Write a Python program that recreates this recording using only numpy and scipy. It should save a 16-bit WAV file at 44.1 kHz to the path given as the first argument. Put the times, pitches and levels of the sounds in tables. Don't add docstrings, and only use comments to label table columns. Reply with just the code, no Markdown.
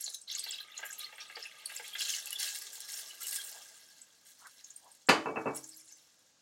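import sys
import numpy as np
from scipy import signal
from scipy.fft import rfft, irfft, next_fast_len
from scipy.io import wavfile
from scipy.ndimage import uniform_filter1d

SR = 44100
rng = np.random.default_rng(int(sys.argv[2]) if len(sys.argv) > 2 else 0)


def store_pcm(level_fs):
    pcm = np.round(np.clip(level_fs, -1, 1) * 32767).astype(np.int16)
    wavfile.write(sys.argv[1], SR, np.atleast_2d(pcm).T)


N = 282681
TIME = np.arange(N) / SR

# (time [s], pitch [Hz], level [dB])
STEAM_SPITS = [(0.043, 6780, -25), (0.061, 6200, -31.5), (0.065, 4290, -29.5), (0.08, 3945, -28.5),
               (0.102, 9700, -35), (0.146, 6370, -28), (0.146, 3960, -32), (0.148, 9380, -32.5),
               (0.217, 8300, -36), (0.281, 3970, -33.5), (0.302, 3580, -29), (0.315, 3820, -28),
               (0.329, 6220, -29), (0.352, 6980, -23), (0.364, 4120, -30.5), (0.387, 4850, -29),
               (0.395, 8240, -21.5), (0.441, 4630, -28), (0.495, 3320, -31), (0.51, 7780, -26.5),
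               (0.523, 5000, -29.5), (0.54, 3750, -29.5), (0.588, 3290, -33.5), (0.605, 4090, -32.5),
               (0.722, 3550, -41), (0.779, 6640, -28.5), (0.909, 6860, -34), (0.93, 7530, -32.5),
               (0.994, 9600, -33), (1.008, 3986, -31.5), (1.046, 4215, -30), (1.207, 5530, -36.5),
               (1.359, 4700, -31.5), (1.428, 5010, -29.5), (1.458, 2645, -33.5), (1.659, 9210, -24.5),
               (1.661, 4470, -29), (1.765, 7590, -28.5), (1.776, 5120, -32.5), (1.957, 3560, -29.5),
               (1.994, 4940, -30.5), (2.94, 5600, -31.5), (4.018, 7820, -38.5), (4.646, 6570, -37),
               (4.706, 6670, -38.5), (4.764, 8640, -35), (4.918, 8560, -45), (5.072, 7630, -41.5),
               (5.55, 7900, -35), (5.643, 7040, -36.5), (5.693, 7900, -36.5), (5.735, 4870, -43.5),
               (5.926, 6300, -38.5)]
# (time [s], spitting share [0-1], bubble pitch [Hz])
PAN_HEAT = [(0, 0.9, 5490), (.65, 0.9, 2560), (1.9, 0.6, 2930), (2.35, 0.45, 4040), (2.65, 0.04, 4520),
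            (4.2, 0, 6400), (5.3, 0, 7070), (5.7, 0.89, 6270), (5.95, 0.9, 6030), (6.1, 0, 5920)]
# (time [s], level [dB])
SIMMER_LEVEL = [(0, -43), (.23, -74.5), (.55, -67), (.72, -63.5), (.85, -58), (1.55, -60.5), (1.95, -50),
                (2.7, -52.5), (3.5, -53), (3.8, -58.5), (4.2, -69), (4.5, -60.5), (5.05, -69), (5.5, -65.5),
                (5.85, -60.5), (6.05, -66.5), (6.41, -78.5)]
# (time [s], hold [s], crackle [dB], fizz [dB], bubble pitch [Hz])
BOIL_UPS = [(0.02, 0.11, -51, -71, 5940), (0.276, 0.13, -45.5, -72, 4110), (0.409, 0.13, -44.5, -60, 3615),
            (0.743, 0.052, -51, -98, 3400), (0.831, 0.034, -54, -54, 2280), (0.893, 0.031, -54, -53, 7950),
            (0.988, 0.032, -49, -60, 3660), (1.192, 0.03, -47.5, -84, 4300),
            (1.353, 0.089, -51.5, -85, 3594), (1.689, 0.06, -51.5, -53, 3510),
            (1.838, 0.035, -46, -62, 4150), (1.974, 0.11, -38.5, -58, 3940),
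            (2.077, 0.087, -39, -45.5, 4940), (2.231, 0.026, -47, -62, 4640),
            (2.38, 0.078, -35.5, -40.5, 3980), (2.533, 0.038, -45, -48, 6580),
            (2.718, 0.016, -57.5, -44.5, 7260), (2.872, 0.12, -45.5, -49.5, 5420),
            (3.189, 0.22, -47.5, -45.5, 5510), (4.246, 0.066, -60.5, -62, 6800),
            (5.542, 0.03, -51, -47.5, 7900), (5.624, 0.056, -61, -59, 6970),
            (5.703, 0.0177, -56.5, -84, 5040), (5.742, 0.031, -59.5, -57, 6940),
            (5.867, 0.032, -56, -78, 6100)]
# (frequency [Hz], level [dB])
HISS_SPECTRUM = [(200, -52), (1000, -28), (1650, -9), (2300, -11.5), (3300, -4.5), (6300, -1),
                 (15000, -16.5)]
FIZZ_SPECTRUM = [(400, -60.5), (2000, -16.5), (6000, -7.5), (8500, 6.5), (11000, -2.5), (16000, 2)]
# (time [s], level [dB])
OIL_POPS = [(0.009, -28), (1.879, -27.5), (2.006, -24.5), (2.091, -26), (2.258, -27), (2.273, -26.5),
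            (2.306, -23.5), (2.329, -21.5), (2.558, -28.5), (2.587, -28), (2.62, -26), (2.731, -34),
            (2.804, -25.5), (2.96, -32), (3.209, -33), (3.269, -21), (3.283, -23), (3.329, -24),
            (3.343, -26), (3.3595, -18), (3.493, -35), (4.47, -38), (4.845, -50), (4.95, -43)]
# (time [s], level [dB])
MIST_PUFFS = [(0.15, -43), (0.32, -44), (0.385, -39), (0.441, -38), (0.496, -41), (0.608, -44),
              (0.857, -37), (0.895, -43), (0.993, -37), (1.178, -57), (1.396, -49), (1.762, -39),
              (1.854, -50)]
# (time [s], pitch [Hz], level [dB], width [s])
BUBBLE_NOTES = [(0.835, 1670, -44, 0.015), (1.937, 3260, -36.5, 0.0079), (2.331, 2920, -31.5, 0.0097),
                (2.361, 3400, -30, 0.01), (3.11, 2974, -40.5, 0.015), (3.215, 1386, -47, 0.013),
                (3.25, 2940, -40.5, 0.022), (3.388, 1630, -48, 0.016), (3.403, 3280, -39, 0.014)]
# (time [s], level [dB], plop against slap [dB])
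GULPS = [(0.075, -48.5, 5), (0.463, -37, -0.5), (0.791, -39.5, 3.5), (0.829, -33.5, 0),
         (1.125, -40.5, -0.5), (1.181, -37, -4), (1.298, -38, -3), (1.366, -33.5, 7), (1.697, -37.5, -15),
         (1.716, -40.5, -5), (1.796, -35, 1), (1.952, -31, -16)]
# (frequency [Hz], level [dB])
PATTER_SPECTRUM = [(100, -28), (330, -8.5), (650, -4.5), (1000, -8.5), (1600, -6), (2200, -13.5),
                   (3000, -1.5), (12000, -22)]
# (time [s], level [dB])
DRUMMING_LEVEL = [(.5, -110), (.6, -66), (1.3, -67), (2.05, -74.5), (3, -110)]
# (frequency [Hz], level [dB], t60 [s])
PAN_RESONANCES = [(860, -8.5, 0.065), (1200, -9.5, 0.057), (1592, -1.5, 0.024), (1643, -3, 0.068),
                  (2990, -12, 0.03), (3240, -12, 0.057), (4130, -10, 0.017), (4470, -13, 0.0091),
                  (4940, -5.5, 0.017), (5560, -8, 0.03), (7050, -0.5, 0.014), (8500, -5, .012)]
# (time [s], level [dB], treble cutoff [Hz], glass ring [dB])
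BOTTLE_BLOWS = [(5.0873, -4.5, 2900, -31), (5.0902, -0.5, 15300, -13), (5.0955, -8, 6350, -26),
                (5.108, -17, 9000, -34), (5.258, -11.5, 1320, -14), (5.283, -14, 775, -16),
                (5.358, -15.5, 1550, -9), (5.367, -15, 1520, -5), (5.457, -10, 1230, -18),
                (5.471, -16.5, 1530, -8.5)]
# (frequency [Hz], level [dB], t60 [s])
COUNTER_MODES = [(135, -10, 0.53), (233, -9, 0.45), (276, -2.5, 0.41), (318.4, -3.5, 0.75),
                 (385, -2.5, 0.25), (443, 5, 0.29), (593, -4, 0.45), (776, 7.5, 0.14), (874, -1.5, 0.39),
                 (960, 10, 0.14), (1030, -6.5, 0.33), (1148, -1.5, 0.34), (1440, -1, 0.15),
                 (1607, -0.5, .12), (1736, 3, 0.17), (2620, 4.5, 0.14), (3004, 0.5, 0.31), (4720, -3, 0.19),
                 (4830, -3.5, 0.26)]
# (frequency [Hz], level [dB])
RATTLE_SPECTRUM = [(29, -64.5), (50, -23), (111, -16), (291, -6), (1120, -7), (2620, -11.5), (3330, -17.5),
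                   (4790, -14), (5150, -21), (7040, -21), (16000, -39)]
# (frequency [Hz], level [dB], t60 [s])
BOTTLE_MODES = [(2283, -13.5, 0.35), (2565, -11, 0.15), (2634, -0.5, 0.088)]
# (time [s], pitch [Hz], level [dB], width [s])
HANDLING_BUMPS = [(3.56, 810, -56.5, 0.054), (4.425, 1100, -56.5, 0.029), (4.462, 1384, -46.5, 0.03),
                  (4.87, 899, -55.5, 0.055)]
# (frequency [Hz], level [dB])
ROOM_SPECTRUM = [(24, -55), (40, -10), (127, -2), (305, 0), (382, -7), (516, -0.5), (965, -6), (1680, -5),
                 (2000, -9.5), (6820, 0), (16000, -49.5)]

STEAM_WAVER, BUBBLE_WAVER = 0.068, 0.042
TYPICAL_SPIT_HZ = 6046


def pan():
    heat = np.clip(curve(PAN_HEAT), 0, 1)
    crackle_gain, fizz_gain, bubble_hz = boil_strength(heat)
    direct = sizzle(heat, crackle_gain, fizz_gain, bubble_hz)
    direct += stirred_pool(heat, crackle_gain) + drumming()
    direct += spits() + pops() + mists() + plinks() + splashes()
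    steel = undb(-12) * ring(PAN_RESONANCES)
    pan_wall = undb(-11) * tail(0.043, 0.013, split_hz=4200)
    room = undb(-7) * tail(0.16, 0.063, split_hz=7000)
    return 0.5 * direct + signal.fftconvolve(direct, steel + pan_wall + room)[:N]


def spits(snap_db=-9, snap_t60=0.0046, typical_s=0.0046, typical_db=-32):
    times, pitches, levels = np.transpose(STEAM_SPITS)
    haste = (pitches / TYPICAL_SPIT_HZ) ** 0.37 * undb(0.32 * (levels - typical_db))
    out = bursts(zip(times, pitches, levels, typical_s / haste), STEAM_WAVER)
    for s, hz, gain in zip(times, pitches, undb(levels + snap_db) * haste):
        snap = (rng.standard_normal(SR // 2) * fade(snap_t60))[:SR // 20]
        add(out, s, gain * cut(snap, [hz * 0.65, hz * 1.4], "band"))
    return out


def sizzle(heat, crackle_gain, fizz_gain, bubble_hz):
    hot, cool = np.sqrt(heat), np.sqrt(1 - heat)
    skins = undb(-8) * unit(clicks(420, scatter_db=3.2))
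    coarse = hot * crackle(600, bubble_hz, octaves=0.33, scatter_db=6.5, width_s=0.0035)
    coarse += cool * unit(colour(unit(ticks(220, scatter_db=4.6)) + skins, HISS_SPECTRUM))
    chirps = crackle(380, centre_hz=9300, octaves=0.4, scatter_db=7, width_s=0.0024, waver=BUBBLE_WAVER)
    fine = (0.77 + 0.31 * heat) * chirps
    fine += cool * unit(colour(unit(ticks(130, scatter_db=5)) + skins, FIZZ_SPECTRUM))
    coarse *= crackle_gain * undb(1 + 2.5 * sputter(70))
    fine *= fizz_gain * undb(2 + 2.5 * sputter(70))
    return coarse + fine


def boil_strength(heat, hot_fizz_db=-6, cool_fizz_db=-11, spray_db=-31.5):
    simmer = undb(curve(SIMMER_LEVEL))
    crackle_power = simmer ** 2
    fizz_power = (simmer * undb(heat * hot_fizz_db + (1 - heat) * cool_fizz_db)) ** 2
    weighted_hz = crackle_power * curve(PAN_HEAT, column=2)
    for s, hold, crackle_db, fizz_db, hz in BOIL_UPS:
        swell = surge(s, hold)
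        power = (swell * undb(crackle_db)) ** 2
        crackle_power += power
        weighted_hz += power * hz
        fizz_power += (swell * undb(fizz_db)) ** 2
    for s, hz, db in STEAM_SPITS:
        spray = fade(0.072) * undb(db + spray_db) * hz / TYPICAL_SPIT_HZ
        add(fizz_power, s, spray ** 2)
    return np.sqrt(crackle_power), np.sqrt(fizz_power), weighted_hz / crackle_power


def surge(start, hold, attack_s=0.0192):
    rise = np.clip((TIME - start) / attack_s, 0, 1)
    release_s = 0.0226 + 0.246 * hold
    return rise * np.exp(-np.maximum(TIME - start - hold, 0) / release_s)


def pops(gain_db=1, t60=0.0115):
    out = np.zeros(N)
    for s, db in OIL_POPS:
        add(out, s, undb(db + gain_db) * rng.standard_normal(SR // 2) * fade(t60))
    return cut(out, [6500, 12500], "band", order=1)


def mists(gain_db=-3, width_s=0.0034, scatter_s=0.0043, count=5):
    chirps = []
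    for s, db in MIST_PUFFS:
        times = rng.normal(s, scatter_s, count)
        pitches = rng.uniform(10500, 15500, count)
        chirps += [(when, hz, db + gain_db, width_s) for when, hz in zip(times, pitches)]
    return bursts(chirps, BUBBLE_WAVER)


def plinks():
    return bursts(BUBBLE_NOTES, BUBBLE_WAVER)


def splashes(gain_db=-7, plop_db=-5.5, t60=0.063):
    out = np.zeros(N)
    swell = fade(t60) - fade(0.00074)
    for s, db, deep_db in GULPS:
        slap = unit(cut(rng.standard_normal(SR // 2), [1400, 3100], "band"))
        plop = unit(cut(rng.standard_normal(SR // 2), [420, 900], "band", order=3))
        add(out, s, undb(db + gain_db) * swell * (slap + undb(deep_db + plop_db) * plop))
    return out


def stirred_pool(heat, crackle_gain, start_s=0.26, end_s=3.58, rise_s=0.098, settle_s=0.2):
    patter = unit(colour(ticks(150, scatter_db=4.8), PATTER_SPECTRUM))
    bubbles = crackle(130, centre_hz=2396, octaves=0.42, scatter_db=6.5, width_s=0.0035)
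    tipping = np.clip((TIME - start_s) / rise_s, 0, 1)
    settling = np.exp(-np.maximum(TIME - end_s, 0) / settle_s)
    pour = undb(-67 + 1.65 * TIME) * tipping * settling
    churn, at_rest = undb(-29.5) * crackle_gain, undb(-81)
    return (patter + undb(3.5) * heat * bubbles) * (pour + churn + at_rest)


def drumming():
    drum = unit(cut(rng.standard_normal(N), [1215, 1295], "band"))
    return drum * undb(curve(DRUMMING_LEVEL) + 3.5 * sputter(25))


def bottle(gain_db=11, glass_rise_s=0.011, counter_rise_s=0.008, mode_shift=0.005):
    out = np.zeros(N)
    glass = cut(ring(BOTTLE_MODES) * (1 - fade(glass_rise_s)), [2100, 3000], "band")
    for s, db, bright_hz, glass_db in BOTTLE_BLOWS:
        modes = [(hz * (1 + mode_shift * rng.uniform(-0.83, 1)), level, t60)
                 for hz, level, t60 in COUNTER_MODES]
        counter = undb(-3) * ring(modes) * (1 - fade(counter_rise_s))
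        rattle = cut(tail(0.3, 0.22, split_hz=2100), 10000, "low")
        crack = undb(db - 2) * tail(0.027, 0.06, split_hz=2500)
        body = unit_energy(colour(rattle + crack, RATTLE_SPECTRUM)) + counter
        knock = cut(body, bright_hz, "low", order=4)
        add(out, s, undb(db + gain_db) * (knock + undb(glass_db) * glass))
    return cut(out, 105, "high", order=4)


def handling():
    return bursts(HANDLING_BUMPS, waver=0.182)


def kitchen(level_db=-70):
    return undb(level_db) * unit(colour(rng.standard_normal(N), ROOM_SPECTRUM))


def burst(hz, width_s, waver, glide=0.03):
    position = np.linspace(-2, 2, int(4 * width_s * SR))
    wobble = unit(uniform_filter1d(rng.standard_normal(len(position)), size=int(2 * SR / hz)))
    pitch = hz * (1 + glide * rng.uniform(-1, 1) * position + waver * wobble)
    return np.exp(-2 * np.abs(position)) * np.sin(2 * np.pi * np.cumsum(pitch) / SR)


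def bursts(rows, waver):
    out = np.zeros(N)
    for s, hz, db, width_s in rows:
        whistle = burst(hz, width_s, waver)
        add(out, s - len(whistle) / SR / 2, undb(db) * whistle)
    return out


def crackle(per_second, centre_hz, octaves, scatter_db, width_s, waver=STEAM_WAVER):
    out, centre = np.zeros(N), np.broadcast_to(centre_hz, N)
    count = int(per_second * N / SR)
    starts = rng.integers(0, N, count)
    scatter = np.clip(rng.standard_normal((count, 3)), -2, 2)
    for i, (pitch, size, length) in zip(starts, scatter):
        whistle = burst(centre[i] * 2 ** (octaves * pitch), width_s * 2 ** (length / 2), waver)
        add(out, i / SR, undb(scatter_db * size) * whistle)
    return unit(out)


def ticks(per_second, scatter_db):
    return sum(cut(clicks(per_second, scatter_db), [hz / 1.045, hz * 1.045], "band", order=1)
               for hz in np.geomspace(350, 16000, 40))


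def clicks(per_second, scatter_db):
    place, chance, sign = rng.random((int(per_second * N / SR), 3)).T
    db = scatter_db * np.minimum(-np.log(1 - chance), 4.5)
    return np.bincount((place * N).astype(int), undb(db) * np.sign(sign - 0.5), N)


def sputter(per_second):
    count = int(per_second * N / SR) + 2
    return np.interp(TIME * per_second, np.arange(count), rng.standard_normal(count))


def ring(modes):
    t = TIME[:SR // 2]
    return unit_energy(sum(undb(db) * fade(t60) * np.cos(2 * np.pi * hz * t) for hz, db, t60 in modes))


def tail(t60_low, t60_high, split_hz):
    noise = rng.standard_normal(SR // 2)
    low = cut(noise, split_hz, "low", order=1)
    return unit_energy(low * fade(t60_low) + (noise - low) * fade(t60_high))


def fade(t60):
    return np.exp(-np.log(1000) * TIME[:SR // 2] / t60)


def colour(x, spectrum):
    hz, db = np.transpose(spectrum)
    size = next_fast_len(2 * len(x))
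    bins_hz = np.maximum(np.fft.rfftfreq(size, 1 / SR), 1)
    gain = undb(np.interp(np.log(bins_hz), np.log(hz), db))
    return irfft(rfft(x, size) * gain, size)[:len(x)]


def cut(x, hz, kind, order=2):
    return signal.sosfilt(signal.butter(order, hz, kind, fs=SR, output="sos"), x)


def curve(rows, column=1):
    rows = np.array(rows)
    return np.interp(TIME, rows[:, 0], rows[:, column])


def add(out, s, x):
    i = max(int(s * SR), 0)
    out[i:i + len(x)] += x[:max(N - i, 0)]


def undb(db):
    return 10 ** (np.asarray(db) / 20)


def unit(x):
    return x / np.sqrt(np.mean(x ** 2))


def unit_energy(x):
    return x / np.sqrt(np.sum(x ** 2))


def scene():
    return (pan() + bottle() + handling() + kitchen())[None]


def record(dry, low_cut_hz=67.75, top_hz=15900):
    thin = cut(dry, low_cut_hz, "high")
    return signal.sosfilt(signal.ellip(10, 0.2, 70, top_hz, fs=SR, output="sos"), thin)


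dry = scene()
out = record(dry)
store_pcm(out)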